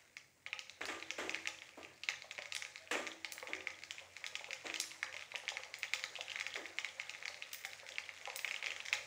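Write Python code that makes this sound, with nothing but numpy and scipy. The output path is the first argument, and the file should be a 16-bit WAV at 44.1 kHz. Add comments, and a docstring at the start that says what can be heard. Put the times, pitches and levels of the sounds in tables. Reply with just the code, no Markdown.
"""Mustard seeds bursting in hot oil

Seeds burst in a round steel pan under a phone: damped-sine pops, snaps and noise cracks.
The pan rings on and a noise-tail reverb is the tiled kitchen. Steam bubbles plop as low damped sines,
froth crackles, droplets spit as filtered noise, oil fizzes as patchy noise with ticks. Further off: dull
knocks of noise and modes. Two faint squeaks are sines; a low rumble is noise in narrow wavering bands.
"""
import sys
import numpy as np
from scipy import signal
from scipy.fft import rfft, irfft, next_fast_len
from scipy.io import wavfile
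from scipy.ndimage import uniform_filter1d

SR = 44100
rng = np.random.default_rng(int(sys.argv[2]) if len(sys.argv) > 2 else 0)


def file_out(sig):
    """Save sig as 16-bit WAV at sys.argv[1]."""
    # one column per channel
    cols = np.atleast_2d(sig).T
    # limit, then scale
    lim = np.clip(cols, -1, 1)
    pcm = np.round(lim * 32767).astype(np.int16)
    wavfile.write(sys.argv[1], SR, pcm)


N = 399546


def amp(db):
    """Decibels to amplitude."""
    return 10 ** (np.asarray(db) / 20)


def unit(x):
    """Scale to unit RMS."""
    return x / np.sqrt(np.mean(x ** 2) + 1e-20)


def along(points, hz):
    """Interpolate (frequency [Hz], value) points on a log-frequency axis."""
    f, value = np.transpose(points)
    return np.interp(np.log(hz + 1), np.log(f + 1), value)


def curve(rows):
    """Interpolate (time [s], value) rows to one value per sample."""
    return np.interp(np.arange(N) / SR, *np.transpose(rows))


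def coloured(x, spectrum):
    """Minimum-phase filter, via the folded cepstrum of (frequency [Hz], gain [dB]) points."""
    size = 2 * next_fast_len(N // 2 + SR // 4)
    log_gain = along(spectrum, np.fft.rfftfreq(size, 1 / SR)) * np.log(10) / 20
    cepstrum = irfft(log_gain, size)
    cepstrum[1:size // 2] *= 2
    cepstrum[size // 2 + 1:] = 0
    return irfft(rfft(x, size) * np.exp(rfft(cepstrum)), size)[:N]


def placed(times_s, shapes):
    """Sum the rows of shapes, each laid down at its time."""
    at = np.round(times_s * SR).astype(int)[:, None] + np.arange(shapes.shape[1])
    return np.bincount(at.ravel(), shapes.ravel(), N + SR)[:N]


def rings(times_s, db, hz, t60_s, rise_s, size):
    """Resonances: exponentially damped sines with a soft start."""
    t = np.arange(size) / SR
    envelope = amp(-60 * t / t60_s) * (1 - np.exp(-t / rise_s))
    return placed(times_s, amp(db)[:, None] * envelope * np.sin(2 * np.pi * hz[:, None] * t))


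def bursts(times_s, db, t60_s, size, lumpy_db=0):
    """Decaying white noise; lumpy_db sets slow level swings that break it into separate echoes."""
    t = np.arange(size) / SR
    noise, lumps = rng.standard_normal((2, len(times_s), size))
    lumps = unit(uniform_filter1d(lumps, 130))
    return placed(times_s, amp(db[:, None] - 60 * t / t60_s + lumpy_db * lumps) * noise)


def blips(times_s, db, wave, rise_s, round_off):
    """Wavelets that swell for rise_s, then die; a low round_off lets them linger."""
    u = np.arange(wave.shape[1]) / SR / rise_s
    envelope = (u * np.exp(1 - u)) ** round_off
    return placed(times_s, amp(db)[:, None] * envelope * wave)


def sines(hz, size, sag=0):
    """One sine a row; pitch starts high by 1.5 * sag and settles with a 1.4 ms time constant."""
    t = np.arange(size) / SR
    return np.sin(2 * np.pi * hz[:, None] * (t + sag * 0.0021 * (1 - np.exp(-t / 0.0014))))


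def sprays(times_s, db, colour):
    """A noise click, a short spray behind it and the ceiling's later echo, all through one filter."""
    ceiling_delay_s = 0.0115
    click_noise = rng.standard_normal((len(times_s), 200))
    click = blips(times_s, db, click_noise, rise_s=0.00045, round_off=6.1)
    spray = bursts(times_s, db - 9.0, t60_s=0.036, size=800)
    ceiling = bursts(times_s + ceiling_delay_s, db - 11.0, t60_s=0.037, size=1200)
    return coloured(click + spray + ceiling, colour)


# Fizz RMS: (time [s], level [dB])
FRY_LEVEL = [(0.0, -65), (0.3, -77.5), (1.29, -57.5), (1.87, -66), (2.22, -64.5), (5, -60.5), (8.35, -58),
             (9.06, -57.5)]
# Fizz spectrum: (frequency [Hz], relative gain [dB])
FIZZ_TONE = [(88, -45), (150, -27.5), (443, -1.5), (524, 6), (935, -1.5), (1440, 0.5), (2130, 4),
             (3090, -6.5), (6890, -8), (13000, -30)]
PATCHY_DB = 3  # RMS of the hiss level swings
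TICK_MIN_DB, TICK_RANGE_DB = 3, 10  # against the hiss, before the tick filter


def fizz(count=4000):
    """Frying: hiss, patchy in time and frequency, with tiny bubbles as ticks of noise."""
    bins = signal.stft(rng.standard_normal(N), nperseg=512)[2]
    field = rng.standard_normal(bins.shape)
    field = uniform_filter1d(uniform_filter1d(field, 6, 0), 8, 1)
    hiss = signal.istft(bins * amp(PATCHY_DB * unit(field)), nperseg=512)[1]
    hiss = unit(hiss[:N])
    u = rng.random((count, 2))
    tick_s = u[:, 0] * (N - 1) / SR
    ticks = bursts(tick_s, TICK_MIN_DB + TICK_RANGE_DB * u[:, 1], t60_s=0.0055, size=150)
    ticks = coloured(ticks, [(800, -25), (2000, 0)])  # too small for bass
    return amp(curve(FRY_LEVEL)) * unit(coloured(hiss + ticks, FIZZ_TONE))


# Rumble RMS: (time [s], level [dB])
RUMBLE_LEVEL = [(0.0, -81), (1.49, -76), (8.86, -79.5), (9.06, -66)]
# Rumble bands: (centre [Hz], full width at half amplitude [Hz], relative level [dB])
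RUMBLE_BANDS = [(48, 8.7, -34), (90.6, 9.4, 1), (132.8, 8.4, -2.5)]


def rumble():
    """Low rumble: noise in narrow wavering bands."""
    f = np.fft.rfftfreq(N, 1 / SR)
    shape = sum(amp(db) / (1 + (2 * (f - c) / width) ** 2) for c, width, db in RUMBLE_BANDS)
    shape = shape / (1 + (45 / (f + 1)) ** 4)  # deep-bass cut
    return amp(curve(RUMBLE_LEVEL)) * unit(irfft(rfft(rng.standard_normal(N)) * shape, N))


# Prominent bursts: (time [s], level [dB], pitch [Hz], treble against level [dB])
SEED_BURSTS = [(0.1678, -32, 2100, -13.5), (0.4632, -29, 2100, -19), (0.5297, -22, 2350, -24),
               (0.5914, -28, 2640, -12.5), (0.6956, -35.5, 2300, -10), (0.8142, -25.5, 1690, -34),
               (0.854, -33, 2440, -3), (0.8876, -30, 1700, -16), (1.0248, -30, 2200, -20),
               (1.105, -24, 2350, -14), (1.294, -22, 2310, -14.5), (1.3451, -21, 2210, -19),
               (1.4557, -29, 1920, -30), (1.4729, -21, 2400, -14.5), (1.6194, -33.5, 2280, -17),
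               (1.8482, -34, 2350, -19), (2.0345, -30, 2600, -12), (2.087, -16.5, 2320, -15),
               (2.1191, -34, 2220, -28), (2.2207, -37, 2100, -12), (2.3103, -30, 2360, -11.5),
               (2.35, -45, 2040, -9.5), (2.3795, -30.5, 2230, -17), (2.388, -28.5, 2020, -22),
               (2.4207, -33, 2150, -13), (2.4563, -33.5, 2060, -14.5), (2.5222, -26.5, 2500, -11.5),
               (2.5494, -29, 2330, -5.5), (2.5641, -29, 2000, -5.5), (2.6224, -28, 2000, -14),
               (2.6494, -30.5, 2200, -16), (2.7578, -33, 2100, -15), (2.7786, -43, 2090, -9.5),
               (2.8739, -39, 2360, -27), (2.918, -36, 2200, -13), (2.9527, -26, 2160, -28),
               (3.0669, -30, 2130, -11), (3.0728, -28.5, 2210, -16), (3.1163, -35, 3100, -19),
               (3.2459, -26, 2100, -14.5), (3.3213, -35, 2300, -2.5), (3.3796, -32.5, 1880, -20),
               (3.4265, -33.5, 1920, -26), (3.4715, -31, 2150, -17), (3.5333, -22.5, 2100, -25.5),
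               (3.5504, -32.5, 2090, -12), (3.606, -33, 2320, -19.5), (3.6709, -23, 2100, -20.5),
               (3.7035, -36, 2230, -12.5), (3.7887, -41, 2050, -13), (3.8355, -35, 2130, -9.5),
               (3.908, -31, 2300, -6), (3.982, -33, 2240, -22), (3.992, -36.5, 2230, -17),
               (4.1659, -33.5, 2030, -12), (4.2408, -27, 2090, -16), (4.2638, -31.5, 2170, -7),
               (4.3536, -25.5, 2470, -10.5), (4.3944, -35.5, 2130, -15), (4.4431, -31.5, 2230, -17),
               (4.5067, -28.5, 2300, -14.5), (4.5303, -26, 2170, -11.5), (4.667, -32.5, 2160, -11.5),
               (4.6992, -26.5, 2290, -22), (4.7408, -26, 2320, -11), (4.7591, -26, 2800, -12),
               (4.8, -28, 2290, 0.5), (5.029, -20, 1820, -16), (5.1415, -31.5, 2140, -16),
               (5.1652, -30.5, 2220, -15), (5.1928, -34.5, 2320, -16), (5.2228, -32.5, 2190, -29),
               (5.3183, -33, 2180, -22), (5.3507, -26.5, 2150, -29), (5.3568, -26, 2590, -12.5),
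               (5.4793, -22.5, 2130, -25), (5.4887, -31, 1930, -3.5), (5.5695, -25, 2110, -19),
               (5.6341, -33.5, 2200, -14), (5.7399, -29.5, 2150, -11), (5.831, -21, 2250, -18.5),
               (5.84, -32.5, 1930, -16), (5.9349, -18, 2180, -12.5), (5.9943, -35, 2030, -11),
               (6.0384, -25, 1900, -10.5), (6.1539, -30.5, 2480, -13), (6.1627, -33, 2770, -15),
               (6.209, -28, 2600, -10), (6.2816, -31.5, 2480, -21), (6.2973, -32.5, 2760, -12),
               (6.302, -33, 2900, -16), (6.317, -27, 2540, -15), (6.3578, -25, 1980, -20),
               (6.3712, -35, 2000, -14), (6.3892, -28.5, 2270, -26), (6.3985, -32, 2080, -4),
               (6.4092, -23.5, 2020, -16.5), (6.4651, -24, 2300, -14), (6.557, -26.5, 2150, -22),
               (6.5634, -29.5, 2060, -10.5), (6.6558, -30.5, 2070, -26), (6.7849, -21.5, 2140, -15),
               (6.8457, -23.5, 2100, -17), (6.998, -23.5, 2180, -18.5), (7.0947, -27.5, 2450, -13),
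               (7.1377, -35, 2320, -19), (7.1482, -33, 2030, -26), (7.2255, -33, 1940, -21),
               (7.2549, -27, 2020, -15.5), (7.2796, -28.5, 2070, -11), (7.3431, -36, 2200, -13),
               (7.423, -27, 2410, -22), (7.5322, -34.5, 2790, -6), (7.5454, -34, 2160, -12),
               (7.649, -26, 1980, -14.5), (7.7323, -34, 2180, -12), (7.7982, -41, 2300, -13),
               (7.8645, -45, 2470, -12), (7.889, -37, 2130, -6.5), (7.957, -34, 2840, -26),
               (7.9829, -22, 2180, -18.5), (8.091, -29.5, 2100, -25.5), (8.1637, -48, 2070, -7),
               (8.254, -30, 2520, -16), (8.2733, -32.5, 2080, -16), (8.3003, -30, 2350, -17),
               (8.3594, -34.5, 2250, -6), (8.391, -28, 2240, -13), (8.4459, -20, 2140, -24),
               (8.477, -26, 2260, -14), (8.5104, -22.5, 2320, -15.5), (8.542, -26, 2280, -17),
               (8.5618, -28, 2780, -18), (8.6258, -26.5, 2170, -25), (8.6422, -26.5, 2220, -17),
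               (8.6605, -27, 2300, -11), (8.6681, -22.5, 2200, -20), (8.6824, -34, 1980, -19),
               (8.7045, -27, 2590, -20), (8.717, -28.5, 2110, -20), (8.763, -31, 2050, -11.5),
               (8.8025, -28, 2400, -23), (8.8535, -36, 2060, -7), (8.8599, -33.5, 1980, -7.5),
               (8.8835, -29, 2010, -10), (8.9279, -15, 2300, -14), (8.935, -24, 2010, -10)]
SMALL_MIN_DB, SMALL_SPREAD_DB = -42, 2  # floor, mean excess
SMALL_MIN_HZ, SMALL_MAX_BRIGHT_DB = 2100, -8


def all_pops(count=45):
    """Listed bursts plus faint random ones, denser where the oil fries harder."""
    u = rng.random((count, 4))
    heat = np.cumsum(amp(curve(FRY_LEVEL)))
    s = np.interp(u[:, 0], heat / heat[-1], np.arange(N) / SR)
    db = SMALL_MIN_DB - SMALL_SPREAD_DB * np.log(1 - u[:, 1])
    hz = SMALL_MIN_HZ * 1.55 ** (u[:, 2] ** 2)
    bright_db = SMALL_MAX_BRIGHT_DB - 10 * u[:, 3]
    return np.hstack([np.transpose(SEED_BURSTS), [s, db, hz, bright_db]])


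# Crack spectrum: (frequency [Hz], gain [dB])
CRACK_TONE = [(800, -73), (3000, -50), (4800, -2.5), (7000, -4.5), (8500, -18), (11000, -28.5),
              (13500, -35.5), (15200, -24)]
# Steel bowl and the air in it: (frequency [Hz], relative level [dB], t60 [s])
PAN_MODES = [(521.5, -45, 0.53), (584.5, -44.5, 0.21), (844, -29, 0.067), (1261, -21.5, 0.042),
             (2184, -7.5, 0.02)]
POP_DB, PAN_DB = -1.5, -4  # offsets from burst level
SNAP_DB, CRACK_DB = 5.5, 12  # offsets from burst level + treble
SNAP_SCATTER_DB = 4  # plus or minus
ONSET_DELAY_S = 0.0006  # short delay from listed time to burst


def seeds(pops):
    """Husk split: a few cycles of pop with a higher snap and a noise crack; pan modes ring on."""
    s, db, hz, bright_db = pops
    s = np.minimum(s + ONSET_DELAY_S, N / SR)
    u = rng.random((len(s), 3))
    pop_wave = sines(hz, size=400, sag=0.08)
    pop = blips(s, db + POP_DB, pop_wave, rise_s=0.00045, round_off=1.15)
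    snap_db = db + bright_db + SNAP_DB + SNAP_SCATTER_DB * (2 * u[:, 2] - 1)
    snap_wave = sines(3000 + 1400 * u[:, 0], size=400)
    snap = blips(s, snap_db, snap_wave, rise_s=0.0004, round_off=1.4)
    pan_db = db + PAN_DB + 6 * u[:, 1]
    pan = sum(rings(s, pan_db + mode_db, f + 0 * s, t60_s, rise_s=0.0032, size=9000)
              for f, mode_db, t60_s in PAN_MODES)
    return pop + snap + pan + sprays(s, db + bright_db + CRACK_DB, CRACK_TONE)


FROTH_DB = -14  # top level against the burst, before the lateness loss


def crackle(pops, count=8):
    """Stirred froth: smaller bubbles break right behind each burst, tending fainter when later."""
    s, db = np.repeat(pops[:2], count, axis=1)
    u = rng.random((len(s), 3))
    late_s = 0.0015 + 0.08 * u[:, 0] ** 3
    level_db = db + FROTH_DB - 10 * u[:, 1] - 12 * np.sqrt(late_s / 0.17)
    wave = sines(1700 * 2.33 ** u[:, 2], size=400)
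    times_s = np.clip(s + late_s, 0, (N - 1) / SR)
    return blips(times_s, level_db, wave, rise_s=0.00071, round_off=0.75)


# Steam bubbles breaking the oil: (time [s], level [dB], pitch [Hz])
STEAM_PLOPS = [(0.471, -50, 550), (1.119, -49, 510), (2.243, -45.5, 593), (2.385, -37, 586),
               (3.246, -44, 845), (3.426, -36.5, 512), (4.012, -49.5, 581), (4.217, -49, 816),
               (4.326, -51.5, 505), (4.409, -41, 818), (4.487, -40, 530), (5.142, -46.5, 580),
               (5.341, -39.5, 548), (5.435, -44.5, 504), (5.518, -39.5, 550), (5.595, -44.5, 533),
               (6.186, -41, 512), (7.05, -47, 790), (7.299, -45, 568), (7.648, -43.5, 770),
               (7.83, -44, 520), (8.274, -36, 532), (8.627, -43, 540), (8.92, -48, 603)]


def bubbles():
    """Large steam bubbles: a short dull damped sine and a puff of filtered noise."""
    s, db, hz = np.transpose(STEAM_PLOPS)
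    puff_tone = [(300, -10.5), (520, 3.5), (800, 12), (1300, 2.5), (2500, -31)]
    puff = coloured(bursts(s, db, t60_s=0.024, size=2000), puff_tone)
    return rings(s, db - 2, hz, t60_s=0.045, rise_s=0.0025, size=3500) + puff


# Far knocks: (time [s], level [dB], rap against level [dB], mode drive against level [dB])
FAR_KNOCKS = [(0.808, -33.5, -14, -35), (0.883, -32, -10.5, -35), (1.182, -26.5, -15, -40.5),
              (1.239, -43, -18, -40), (1.772, -37.5, -20.5, -41), (2.911, -23.5, -12, -40.5),
              (3.484, -35, -20, -35), (4.644, -34, -21, -42), (4.655, -41, -5.5, -55),
              (6.554, -32.5, -17.5, -43)]
# Thud spectrum: (frequency [Hz], gain [dB])
THUD_TONE = [(120, -72), (250, -5.5), (400, -1), (650, -1.5), (1100, -8), (2000, -39.5)]
# Rap spectrum: (frequency [Hz], gain [dB])
RAP_TONE = [(700, -13.5), (1300, 7.5), (1900, 11.5), (3500, 2.5), (4500, -6.5), (7500, -2), (11000, -34),
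            (16000, -48)]
# Room and cupboard modes: (frequency [Hz], relative level [dB], t60 [s])
ROOM_MODES = [(84.2, -19, 0.42), (190, -29.5, 0.62), (324.5, -13.5, 0.9), (341, -16.5, 0.46),
              (375.7, -11.5, 0.35), (517, -27, 0.29), (584.6, -9.5, 0.22), (1197, -6, 0.21),
              (1580, -14, 0.26), (2250, -18, 0.15), (3050, -33, 0.19), (3550, -23, 0.15)]


def knocks():
    """Knocks through the room: sudden lumpy noise that dies away, and noise-driven lingering modes."""
    s, db, rap_db, boom_db = np.transpose(FAR_KNOCKS)
    thud = coloured(bursts(s, db, t60_s=0.57, size=22000, lumpy_db=2.5), THUD_TONE)
    rap = coloured(bursts(s, db + rap_db, t60_s=0.52, size=22000, lumpy_db=1.5), RAP_TONE)
    t = np.arange(30000) / SR
    modes = sum(amp(level_db - 60 * t / t60_s) * np.sin(2 * np.pi * hz * t)
                for hz, level_db, t60_s in ROOM_MODES)
    modes = modes * (1 - np.exp(-t / 0.028))  # standing waves take time to build
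    drive = bursts(s, db + boom_db, t60_s=0.47, size=22000)
    return thud + rap + signal.fftconvolve(drive, modes)[:N]


# Bright oil spits: (time [s], fizz level [dB], top against fizz [dB])
OIL_SPITS = [(0.855, -43.5, -19), (1.4728, -46, -29), (2.55, -36.5, -26), (2.915, -38.5, -19),
             (3.321, -38.5, -9), (4.264, -48.5, -19), (4.7995, -27, -24), (5.378, -46.5, -33),
             (5.7863, -46.5, -7), (5.9344, -61, 7), (7.5306, -35.5, -2), (7.653, -43, -12),
             (8.3601, -34, -5), (8.6602, -63, -3)]
# Spit fizz spectrum: (frequency [Hz], gain [dB])
SPIT_TONE = [(1500, -76), (6000, -3), (8500, -4.5), (10500, -6), (13500, -28), (16000, -29)]
# Microphone treble peak: (frequency [Hz], gain [dB])
SPIT_TOP_TONE = [(4000, -72), (12000, -12), (14000, 0), (15200, 10), (16500, -32)]


def spits():
    """Droplets flash to steam: noise sprays, the very top on the microphone's treble peak."""
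    s, db, top_db = np.transpose(OIL_SPITS)
    return sprays(s, db + 9.0, SPIT_TONE) + sprays(s, db + top_db + 9, SPIT_TOP_TONE)


# Faint squeaks: (start [s], end [s], pitch [Hz], level [dB])
FAINT_SQUEAKS = [(2.792, 2.863, 645, -61), (2.87, 2.91, 634, -64)]


def squeaks():
    """Short soft tones: steady sines under half-sine envelopes."""
    t = np.arange(N) / SR
    out = np.zeros(N)
    for start_s, end_s, hz, db in FAINT_SQUEAKS:
        swell = np.sin(np.pi * np.clip((t - start_s) / (end_s - start_s), 0, 1))
        out += amp(db) * swell * np.sin(2 * np.pi * hz * t)
    return out


# Kitchen decay: (frequency [Hz], t60 [s])
KITCHEN_T60 = [(300, 0.3), (800, 0.44), (2000, 0.38), (5500, 0.53), (15000, 0.4)]
# Reverb tone: (frequency [Hz], gain [dB])
REVERB_TONE = [(300, 2), (1000, 2), (2500, -8), (6000, -3.5), (15000, -2)]


def kitchen(x, tail_db, count=60):
    """Dense decaying noise; each of count slices gets a new random tail, so the reverb varies."""
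    size = N // count + 1
    hz, t, bins = signal.stft(rng.standard_normal((count, 26000)), SR, nperseg=256)
    decay = amp(-60 * t / along(KITCHEN_T60, hz)[:, None])
    tails = signal.istft(bins * decay, SR, nperseg=256)[1]
    tails = tails * np.clip(np.arange(tails.shape[1]) / SR / 0.005, 0, 1)  # 5 ms build-up
    tails = tails / np.linalg.norm(tails, axis=1, keepdims=True)
    slices = np.pad(x, (0, count * size - N)).reshape(count, size)
    wet = placed(np.arange(count) * size / SR, signal.fftconvolve(slices, tails, axes=1))
    return coloured(amp(tail_db) * wet, REVERB_TONE)


def scene():
    """Pan sounds excite the kitchen; fizz, knocks, squeaks and rumble bypass its reverb."""
    pops = all_pops()
    pan = seeds(pops) + spits() + bubbles() + crackle(pops)
    return (pan + kitchen(pan, tail_db=-1.5) + fizz() + knocks() + squeaks() + rumble())[None]


# Microphone self-noise spectrum: (frequency [Hz], relative gain [dB])
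MIC_HISS_TONE = [(300, 7), (3000, -13.5), (8000, -2.5), (13000, -18), (15000, -6), (16000, -2)]
TOP_HZ = 15650  # band limit


def record(dry):
    """Phone: added self-noise, a second-order 50 Hz bass cut and a sharp upper band limit."""
    hz = np.fft.rfftfreq(N, 1 / SR)
    hiss = amp(-72.5) * unit(coloured(rng.standard_normal(N), MIC_HISS_TONE))
    bass_cut = 1 / (1 - 1j * 50 / (hz + 1)) ** 2
    return irfft(rfft(dry + hiss) * (hz < TOP_HZ) * bass_cut, N)


dry = scene()
out = record(dry)
file_out(out)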